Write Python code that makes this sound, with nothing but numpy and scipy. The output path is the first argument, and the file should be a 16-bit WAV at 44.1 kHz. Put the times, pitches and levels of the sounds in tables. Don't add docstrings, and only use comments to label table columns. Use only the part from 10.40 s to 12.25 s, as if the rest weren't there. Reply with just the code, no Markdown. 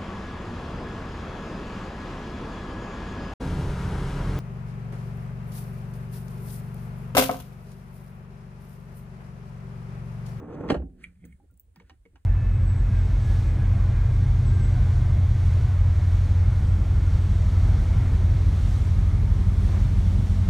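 import sys
import numpy as np
from scipy import signal
from scipy.fft import rfft, irfft, next_fast_len
from scipy.io import wavfile
from scipy.ndimage import uniform_filter1d

SR = 44100
rng = np.random.default_rng(int(sys.argv[2]) if len(sys.argv) > 2 else 0)


def master_out(mix):
    frames = np.transpose(np.atleast_2d(mix))
    ceiling = np.clip(frames, -1, 1)
    pcm = np.round(ceiling * 32767).astype(np.int16)
    wavfile.write(sys.argv[1], SR, pcm)


N = 81585

# (frequency [Hz], level [dB], t60 [s])
CABINET_MODES = [(154, -15, .35), (182, -3.5, 0.15), (239, -8.5, 0.29), (285, -1.5, 0.056),
                 (314.2, -4, 0.05), (347.2, -10.5, 0.16), (416, -24.5, 0.45), (498, -2, 0.083),
                 (587.7, -16, 0.2), (700, -20.5, .1), (773, -13.5, 0.35), (871, -19, 0.07),
                 (1170, -28.5, 0.059), (1380, -27.5, 0.05)]
# (time [s], panels [dB], runners [dB], crash below the split [dB], crash above it [dB])
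SLAM_KNOCKS = [(0.287, -47, -37.5, -42, -34), (0.296, -45.5, -36, -34, -34.5),
               (.300, -32, -26.5, -22.5, -19), (.304, -24, -33, -31.5, -25), (0.316, -34, -40, -40.5, -29),
               (.323, -21.5, -58, -38, -32.5), (0.342, -32.5, -40, -24, -38),
               (0.347, -31, -62.5, -30, -35.5), (0.362, -28.5, -53.5, -45, -47),
               (0.373, -40, -78, -60, -48), (.399, -36, -67, -53, -56.5), (.42, -51, -84, -45.5, -61)]
BOOM_HZ = 63.08
KNOCK_T60_S = 0.1


def undb(db):
    return 10 ** (np.asarray(db, float) / 20)


def unit(x):
    return x / np.sqrt(np.mean(x ** 2))


def curve(rows, column=1):
    rows = np.array(rows)
    level_db = np.interp(np.arange(N) / SR, rows[:, 0], rows[:, column], left=-120, right=-120)
    return undb(level_db)


def over_hz(points):
    points = np.array(points)
    bins_hz = np.arange(N // 2 + 1) * SR / N
    return np.interp(np.log(bins_hz + 1), np.log(points[:, 0]), points[:, 1])


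def colour(x, points):
    return unit(irfft(rfft(x) * undb(over_hz(points)), N))


def highpass(x, hz):
    return signal.sosfilt(signal.butter(3, hz, "high", fs=SR, output="sos"), x)


def lowpass(x, hz):
    return signal.sosfilt(signal.butter(3, hz, fs=SR, output="sos"), x)


def dull(x, hz):
    return unit(lowpass(x, hz))


def band(hz, width_hz):
    return unit(signal.lfilter(*signal.iirpeak(hz, hz / width_hz, SR), rng.standard_normal(N)))


def even(x):
    evenness = 0.53
    swell = np.abs(signal.hilbert(x, next_fast_len(N))[:N])
    return unit(x / (swell + .1) ** evenness)


def ring(x, modes):
    out = 0
    for hz, db, t60 in modes:
        decay = np.log(1000) / (max(t60, .004) * SR)
        pole = np.exp(2j * np.pi * hz / SR - decay)
        out = out + undb(db) * signal.lfilter([1], [1, -pole], x).imag
    return out


def blows(times, db, push_s):
    x = np.zeros(N)
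    np.add.at(x, (np.array(times) * SR).astype(int), undb(db))
    push = np.hanning(int(push_s * SR) + 3)
    return np.convolve(x, push / push.sum())[:N]


def bursts(times, db, length_s):
    x = np.zeros(N)
    k = np.arange(900) / (length_s * SR)
    rattles = rng.standard_normal((len(times), 900)) * k * np.exp(-2 * k)
    for s, gain, rattle in zip(times, undb(db), rattles):
        start = int(s * SR)
        x[start:start + 900] += gain * rattle / np.sqrt(np.sum(rattle ** 2))
    return x


def fading(times, db, t60):
    decay = np.exp(-np.log(1000) / (t60 * SR))
    return signal.lfilter([1], [1, -decay], blows(times, db, 0.00054))


def swells(rows):
    x = np.zeros(N)
    for at, db, hz, length_s in rows:
        t = np.arange(int(length_s * SR)) / SR
        start = int(at * SR)
        x[start:start + len(t)] += undb(db) * np.hanning(len(t)) * np.sin(2 * np.pi * hz * t)
    return x


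def rolling():
    # (time [s], rolling level [dB], treble level [dB])
    roll_levels = [(0.0, -38.5, -58.5), (0.008, -41.5, -79), (0.062, -43.5, -78.5), (0.108, -39, -73.5),
                   (0.15, -42, -65.5), (0.158, -38.5, -73.5), (.204, -38.5, -72), (.208, -31.5, -65.5),
                   (.222, -41.5, -72.5), (0.238, -33, -70), (0.254, -34.5, -72), (0.278, -36, -68.5),
                   (0.282, -33.5, -60)]
    # (frequency [Hz], density [dB per Hz])
    roll_body = [(40, -15.5), (80, 0), (200, 0), (430, 2), (640, -7), (900, -10), (1570, -19),
                 (2500, -33.5), (4000, -60.5)]
    # (frequency [Hz], density [dB per Hz])
    roll_treble = [(1500, -16), (2500, 2.5), (3500, 2), (4500, -5), (6000, -1.5), (7200, -11), (9000, -15),
                   (12000, -34.5)]
    grains_per_s, scatter_db, ring_db, stop_s = 3600, 1, -6.5, .3
    struck = rng.random(N) < grains_per_s / SR
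    sizes = undb(scatter_db * rng.standard_normal(N))
    grains = struck * sizes * rng.choice([-1, 1], N)
    levels = roll_levels + [(stop_s, -38, -66), (stop_s + 0.038, -90, -110)]
    gate = curve(levels)
    hiss = curve(levels, column=2)
    panels = ring(grains * gate, CABINET_MODES) / np.std(ring(grains, CABINET_MODES))
    return colour(grains, roll_body) * gate + colour(grains, roll_treble) * hiss + undb(ring_db) * panels


def office():
    # (frequency [Hz], density [dB per Hz])
    floor_spectrum = [(20, -35), (32, -24), (42, -13.5), (62, -1), (90, -10), (130, -25.5), (180, -28),
                      (280, -29.5), (400, -31), (750, -41), (1100, -45.5), (2000, -48.5), (3500, -51),
                      (5500, -53), (9400, -45), (12000, -52.5), (15200, -49.5), (16500, -65)]
    # (low edge [Hz], high edge [Hz])
    apart_hz = [490, 3660]
    floor_db, apart_db = -65, 6
    mid, side = (colour(rng.standard_normal(N), floor_spectrum) for _ in range(2))
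    side = undb(apart_db) * signal.lfilter(*signal.butter(1, apart_hz, "band", fs=SR), side)
    return undb(floor_db) * (mid + side * np.array([[1], [-1]]))


def slam():
    # (frequency [Hz], level [dB], t60 [s])
    runner_modes = [(1164, -0.5, .03), (1394, -6, 0.03), (1618, -4, 0.038), (1870, -5, .03),
                    (2120, -3.5, .025), (2370, -7.5, 0.014), (2720, -8, .015), (2980, -7, 0.025),
                    (3165, -8, 0.024), (3510, -11.5, 0.01), (3913, -10, 0.016), (4200, -7, 0.024),
                    (4394, -14, .012)]
    # (time [s], level [dB], pitch [Hz], length [s])
    box_thuds = [(.299, -24, 420, 0.018), (.302, -17, 293, 0.016), (.312, -21, 280, 0.02),
                 (.306, -29.5, 765, .03), (.342, -28, 349, .022), (.344, -38.5, 670, 0.011)]
    push_s, rattle_s = 0.0015, 0.0042
    s, panel_db, runner_db = np.array(SLAM_KNOCKS).T[:3]
    panels = highpass(ring(blows(s, panel_db, push_s), CABINET_MODES), 91)
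    runners = ring(bursts(s, runner_db, rattle_s), runner_modes)
    return panels + lowpass(highpass(runners, 740), 6300) + swells(box_thuds)


def crash():
    # (frequency [Hz], density [dB per Hz])
    crack_spectrum = [(150, -11), (320, 0.5), (600, -1.5), (800, -6), (1100, -19), (1620, -16.5),
                      (2140, -31.5), (2840, -22.5), (3420, -39), (4000, -34.5), (4600, -44), (5200, -41),
                      (7750, -43), (10500, -47), (11500, -65), (13000, -67), (16000, -80)]
    split_hz, low_t60_s, top_t60_s = 2200, 0.074, 0.072
    apart_hz, apart_db = 680, -7
    s, _, _, crack_db, top_db = np.array(SLAM_KNOCKS).T
    mid, side = (colour(rng.standard_normal(N), crack_spectrum) for _ in range(2))
    noise = mid + undb(apart_db) * highpass(side, apart_hz) * np.array([[1], [-1]])
    low = signal.sosfiltfilt(signal.butter(2, split_hz, fs=SR, output="sos"), noise)
    return fading(s, crack_db, low_t60_s) * low + fading(s, top_db, top_t60_s) * (noise - low)


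def boom():
    # (time [s], level [dB])
    boom_level = [(.29, -54), (.315, -44), (.33, -30), (.35, -51.5), (.375, -30.5), (.4, -29.5),
                  (.425, -30), (.456, -63), (.5, -61)]
    pitch_waver = 0.017
    waver = uniform_filter1d(rng.standard_normal(N), size=1500)
    waver = unit(uniform_filter1d(waver, size=1500))
    phase = 2 * np.pi * np.cumsum(BOOM_HZ * (1 + pitch_waver * waver)) / SR
    return np.sqrt(2) * curve(boom_level) * np.sin(phase)


def hand_rumble():
    # (time [s], cabinet rocking [dB], panel rumble [dB], upper rumble [dB])
    hand_levels = [(0.438, -40.5, -40, -41.5), (0.493, -45.5, -60, -57), (0.621, -60, -57.5, -58),
                   (0.682, -49, -54.5, -69.5), (0.738, -63, -66.5, -72), (0.755, -57.5, -66, -126),
                   (0.846, -58, -49.5, -51.5), (0.951, -49.5, -57, -82), (0.973, -63, -71, -79),
                   (1.05, -60.5, -72.5, -60), (1.09, -55.5, -84, -99.5), (1.127, -58, -68, -66.5),
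                   (1.179, -65, -77, -105), (1.216, -71, -96, -96), (1.284, -58.5, -72, -90),
                   (1.306, -54.5, -92, -100), (1.33, -61, -102, -96), (1.375, -76, -52, -68),
                   (1.45, -53, -71, -71.5), (1.492, -68, -88, -76), (1.52, -55.5, -67, -71),
                   (1.546, -62, -83.5, -66), (1.566, -61, -96, -100), (1.637, -57.5, -81.5, -102),
                   (1.669, -68, -65, -68.5), (1.712, -59, -69.5, -94), (1.74, -57, -82, -65),
                   (1.773, -61.5, -77, -68.5), (1.818, -62, -84, -100), (1.85, -69, -93.5, -99.5)]
    # (frequency [Hz], width [Hz], level [dB])
    panel_rings = [(121, 13, -5), (177.8, 11, 9.5), (212.7, 49, -3.5)]
    # (frequency [Hz], width [Hz], level [dB])
    upper_rings = [(264.6, 17, 5.5), (363.8, 5.7, -2.5), (457, 48, -10.5), (620, 390, -13)]
    levels = [(.4, -63, -73, -67)] + hand_levels
    layers = [([(BOOM_HZ, 30, 0)], 110), (panel_rings, 260), (upper_rings, 700)]  # (rings, top Hz)
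    out = 0
    for column, (rings, top_hz) in enumerate(layers, 1):
        rumble = sum(undb(db) * even(dull(band(hz, width), top_hz)) for hz, width, db in rings)
        out = out + dull(rumble, top_hz) * curve(levels, column)
    return out


def skin_rub():
    # (time [s], level [dB])
    rub_level = [(.5, -90), (.56, -85.5), (.604, -66), (.635, -62), (.66, -68.5), (.69, -73), (.74, -81),
                 (.83, -86), (.855, -64.5), (.875, -78.5), (.95, -84), (1.33, -106.5), (1.36, -73),
                 (1.42, -73), (1.44, -79), (1.46, -75), (1.49, -72), (1.55, -80.5), (1.6, -97),
                 (1.7, -89.5), (1.73, -84), (1.8, -84.5), (1.85, -93.5)]
    rub_hz, width_hz = 1550, 500
    return highpass(band(rub_hz, width_hz), 1300) * curve(rub_level)


def handle_slip():
    # (time [s], ring level [dB], hiss level [dB])
    scrape_levels = [(.58, -88, -99), (.61, -77, -88), (.632, -69, -69.5), (.641, -78, -57),
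                     (.65, -55, -72.5), (.665, -74.5, -79), (.69, -83, -86), (.73, -97.5, -89),
                     (.8, -77.5, -89), (.84, -69, -85), (.854, -94, -71), (.872, -71, -84), (.9, -78, -82),
                     (.926, -71, -78), (.95, -99, -83.5), (1, -99, -85)]
    # (time [s], level [dB], pitch [Hz], length [s])
    finger_flicks = [(.634, -53, 2060, .006), (0.639, -30.5, 2342, 0.0076), (.648, -46.5, 2070, .006),
                     (0.656, -60, 2200, 0.0071), (0.754, -67, 2410, 0.0086), (0.84, -49.5, 2214, 0.0035),
                     (0.922, -55, 2215, 0.01)]
    # (ratio to the pitch, level [dB])
    squeak_parts = [(.7, -20.5), (.84, -12), (1., 0.5), (1.17, -18.5), (1.3, -18), (1.43, -18)]
    # (frequency [Hz], level [dB], t60 [s])
    handle_modes = [(1690, -18, 0.006), (1910, -20.5, 0.033), (2174, -6, .04), (2337, -10.5, 0.038),
                    (3020, -15, 0.015), (3190, -15.5, 0.046)]
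    snap_db, twang_db, hiss_hz, hiss_width_hz = -4, -32, 9400, 2500
    grit = rng.standard_normal(N) * undb(2.3 * rng.standard_normal(N))
    scrape = grit * curve(scrape_levels) / np.std(ring(grit, handle_modes))
    tones = [(at, level + part_db, ratio * hz, length_s)
             for at, level, hz, length_s in finger_flicks for ratio, part_db in squeak_parts]
    squeaks = swells(tones)
    s, db = np.array(finger_flicks).T[:2]
    snaps = bursts(s, db + snap_db, 0.0032)
    handle = ring(scrape + undb(twang_db) * squeaks + snaps, handle_modes) + squeaks
    hiss = dull(highpass(band(hiss_hz, hiss_width_hz), 7400), 9000)
    return lowpass(highpass(handle, 1400), 3100) + hiss * curve(scrape_levels, column=2)


def bumps():
    # (time [s], level [dB], pitch [Hz])
    knuckle_bumps = [(0.844, -51, 180), (0.852, -43, 200), (.84, -54, 470), (.853, -70, 470), (1, -57, 810),
                     (1.039, -63.5, 280), (0.83, -71, 750), (1.1, -70, 1400), (1.117, -53, 150),
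                     (1.122, -61.5, 256), (1.12, -71, 490), (1.275, -65.5, 130), (1.28, -68.5, 470)]
    push_cycles = 0.64
    return sum(ring(blows([at], [db], push_cycles / hz), [(hz, 0, KNOCK_T60_S)])
               for at, db, hz in knuckle_bumps)


def key():
    # (time [s], ring level [dB], factor on the ring time, tick level [dB], tick pitch [Hz])
    key_chinks = [(0.851, -68, .5, -53.5, 6660), (0.853, -62, .4, -56, 8000), (.858, -68, 2.6, -56, 8200),
                  (0.926, -79, 1.1, -68, 8600), (1.11, -73, 1.04, -67, 8670), (1.14, -77, 0.96, -64, 9200),
                  (1.174, -69, .6, -56.5, 9450), (1.197, -46.5, 0.59, -52.5, 7900),
                  (1.206, -68, 0.95, -65, 8500), (1.213, -66, 1.16, -66.5, 7650),
                  (1.233, -74, 1.2, -77, 8200), (1.361, -67, .9, -67, 9700)]
    mode_hz = [13220, 14070, 14330, 14780, 14950, 15300, 15460, 15590]
    # (level [dB], t60 [s] ahead of the factor on the ring time)
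    mode_db_t60 = [(-8, 0.041), (-11, .04), (-5, 0.036), (-6, 0.055), (-11, 0.042), (-7, .08), (2, .014),
                   (-5, 0.11)]
    # (ratio to the tick pitch, level [dB])
    tick_parts = [(1, 0), (.85, -7), (1.15, -7), (1.3, -11)]
    scatter_db, tick_s, tick_t60_s = 1.5, 0.0021, 0.0062
    chance = rng.standard_normal((len(key_chinks), len(mode_hz)))
    out = 0
    for (at, ring_db, free, tick_db, hz), row in zip(key_chinks, chance):
        modes = [(f, db + scatter_db * c, t60 * free) for f, (db, t60), c in zip(mode_hz, mode_db_t60, row)]
        tick = [(ratio * hz, db, tick_t60_s) for ratio, db in tick_parts]
        out = out + ring(blows([at], [ring_db], 0), modes)
        out = out + ring(bursts([at], [tick_db], tick_s), tick)
    return highpass(out, 5000)


def lock():
    # (time [s], click [dB], brightness [dB], knock [dB], knock pitch [Hz],
    # clink [dB], clink pitch [Hz])
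    lock_clicks = [(1.359, -57.5, 2, -65, 320, -74, 1740), (1.367, -70, -11, -81, 186, -66, 800),
                   (1.399, -54.5, -10, -88, 244, -59, 2240), (1.409, -70, -16, -54.5, 466, -78, 990),
                   (1.419, -66.5, -14, -65.5, 561, -77, 2200), (1.496, -51, 0.5, -78, 786, -51, 1850),
                   (1.504, -63.5, 3, -58.5, 777, -58, 2940), (1.515, -72, -10, -57, 307, -72, 2830),
                   (1.653, -68, -16, -59, 382, -58, 2210), (1.660, -75, 6, -51.5, 460, -62, 2060),
                   (1.734, -90, -3, -60, 274, -79, 1190), (1.757, -59, -5, -61, 1007, -60, 1580),
                   (1.762, -65, -15, -63.5, 798, -72, 2880), (1.769, -77, -12, -72, 1090, -72, 1410)]
    # (frequency [Hz], level [dB], t60 [s])
    low_modes = [(971, -2.5, 0.046), (1410, -6, 0.015), (1588, 0, 0.022), (1836, -3.5, 0.026),
                 (2223, -4.5, 0.033)]
    # (frequency [Hz], level [dB], t60 [s])
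    high_modes = [(2480, -19, 0.016), (2890, -2, 0.031), (3810, -10, 0.02), (4720, 4, 0.0043),
                  (5570, -4.5, 0.0055), (6370, -14, 0.0093), (8100, -21, .005)]
    # (frequency [Hz], density [dB per Hz])
    grit_spectrum = [(300, 0), (600, 0.5), (1190, 8.5), (1590, -4), (2600, 2.5), (3260, 1), (4370, -9.5),
                     (6250, -8.5), (10500, -43), (14000, -38)]
    click_s, clink_t60_s, grit_t60_s, grit_db = 0.0032, 0.036, 0.041, -3
    pair_ratio, pair_db = 0.91, -9.5
    s, click_db, bright_db = np.array(lock_clicks).T[:3]
    pins = ring(bursts(s, click_db, click_s), low_modes)
    pins = pins + ring(bursts(s, click_db + bright_db, click_s / 2), high_modes)
    grit = fading(s, click_db + grit_db, grit_t60_s) * colour(rng.standard_normal(N), grit_spectrum)
    clinks, knocks = 0, 0
    for at, _, _, knock_db, knock_hz, clink_db, clink_hz in lock_clicks:
        clinks = clinks + ring(bursts([at], [clink_db], click_s / 2), [(clink_hz, 0, clink_t60_s)])
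        pair = [(knock_hz, 0, KNOCK_T60_S), (pair_ratio * knock_hz, pair_db, KNOCK_T60_S)]
        knocks = knocks + ring(blows([at], [knock_db], 0.00044), pair)
    return highpass(pins + clinks, 350) + grit + knocks


def room(x):
    tail_db, t60_s, dull_hz = -16, 0.13, 3340
    t = np.arange(SR // 2) / SR
    tail = rng.standard_normal((2, len(t))) * np.exp(-np.log(1000) * t / t60_s)
    tail = tail * np.minimum(t / 0.001, 1)
    tail = signal.lfilter(*signal.butter(1, [350, dull_hz], "band", fs=SR), tail)
    tail = tail / np.sqrt(np.sum(tail[0] ** 2))
    return undb(tail_db) * signal.fftconvolve(x[None], tail, axes=1)[:, :N]


def scene():
    near = rolling() + slam() + boom() + hand_rumble() + skin_rub() + handle_slip() + bumps() + key() + lock()
    wide = crash()
    return near + wide + room(near + wide.mean(axis=0)) + office()


def record(dry):
    # (frequency [Hz], phase [rad])
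    port_phase = [(20, 0), (300, -.15), (1000, -.7), (1500, .3), (2200, 1.1), (2900, 1.6), (4400, 1.5),
                  (5100, 3.1), (6200, 4.5), (7600, 6.1), (9000, 6.3), (10300, 7.7), (12500, 9.4),
                  (14500, 11.4), (15300, 12.5), (20000, 12.6)]
    # (frequency [Hz], level [dB])
    port_balance = [(60, -.4), (150, -1), (350, -1), (700, 1.3), (1300, -1), (2200, -6), (3400, 1),
                    (8000, -.5), (15000, -.4)]
    top_hz = 16000
    half = undb(over_hz(port_balance) / 2) * np.exp(.5j * over_hz(port_phase))
    response = np.roll(irfft(np.array([half, 1 / half]), N), 1024, axis=1)[:, :2049] * np.hanning(2049)
    ports = signal.fftconvolve(dry, response, mode="same", axes=1)
    return signal.sosfilt(signal.ellip(10, .2, 70, top_hz, fs=SR, output="sos"), ports)


dry = scene()
out = record(dry)
master_out(out)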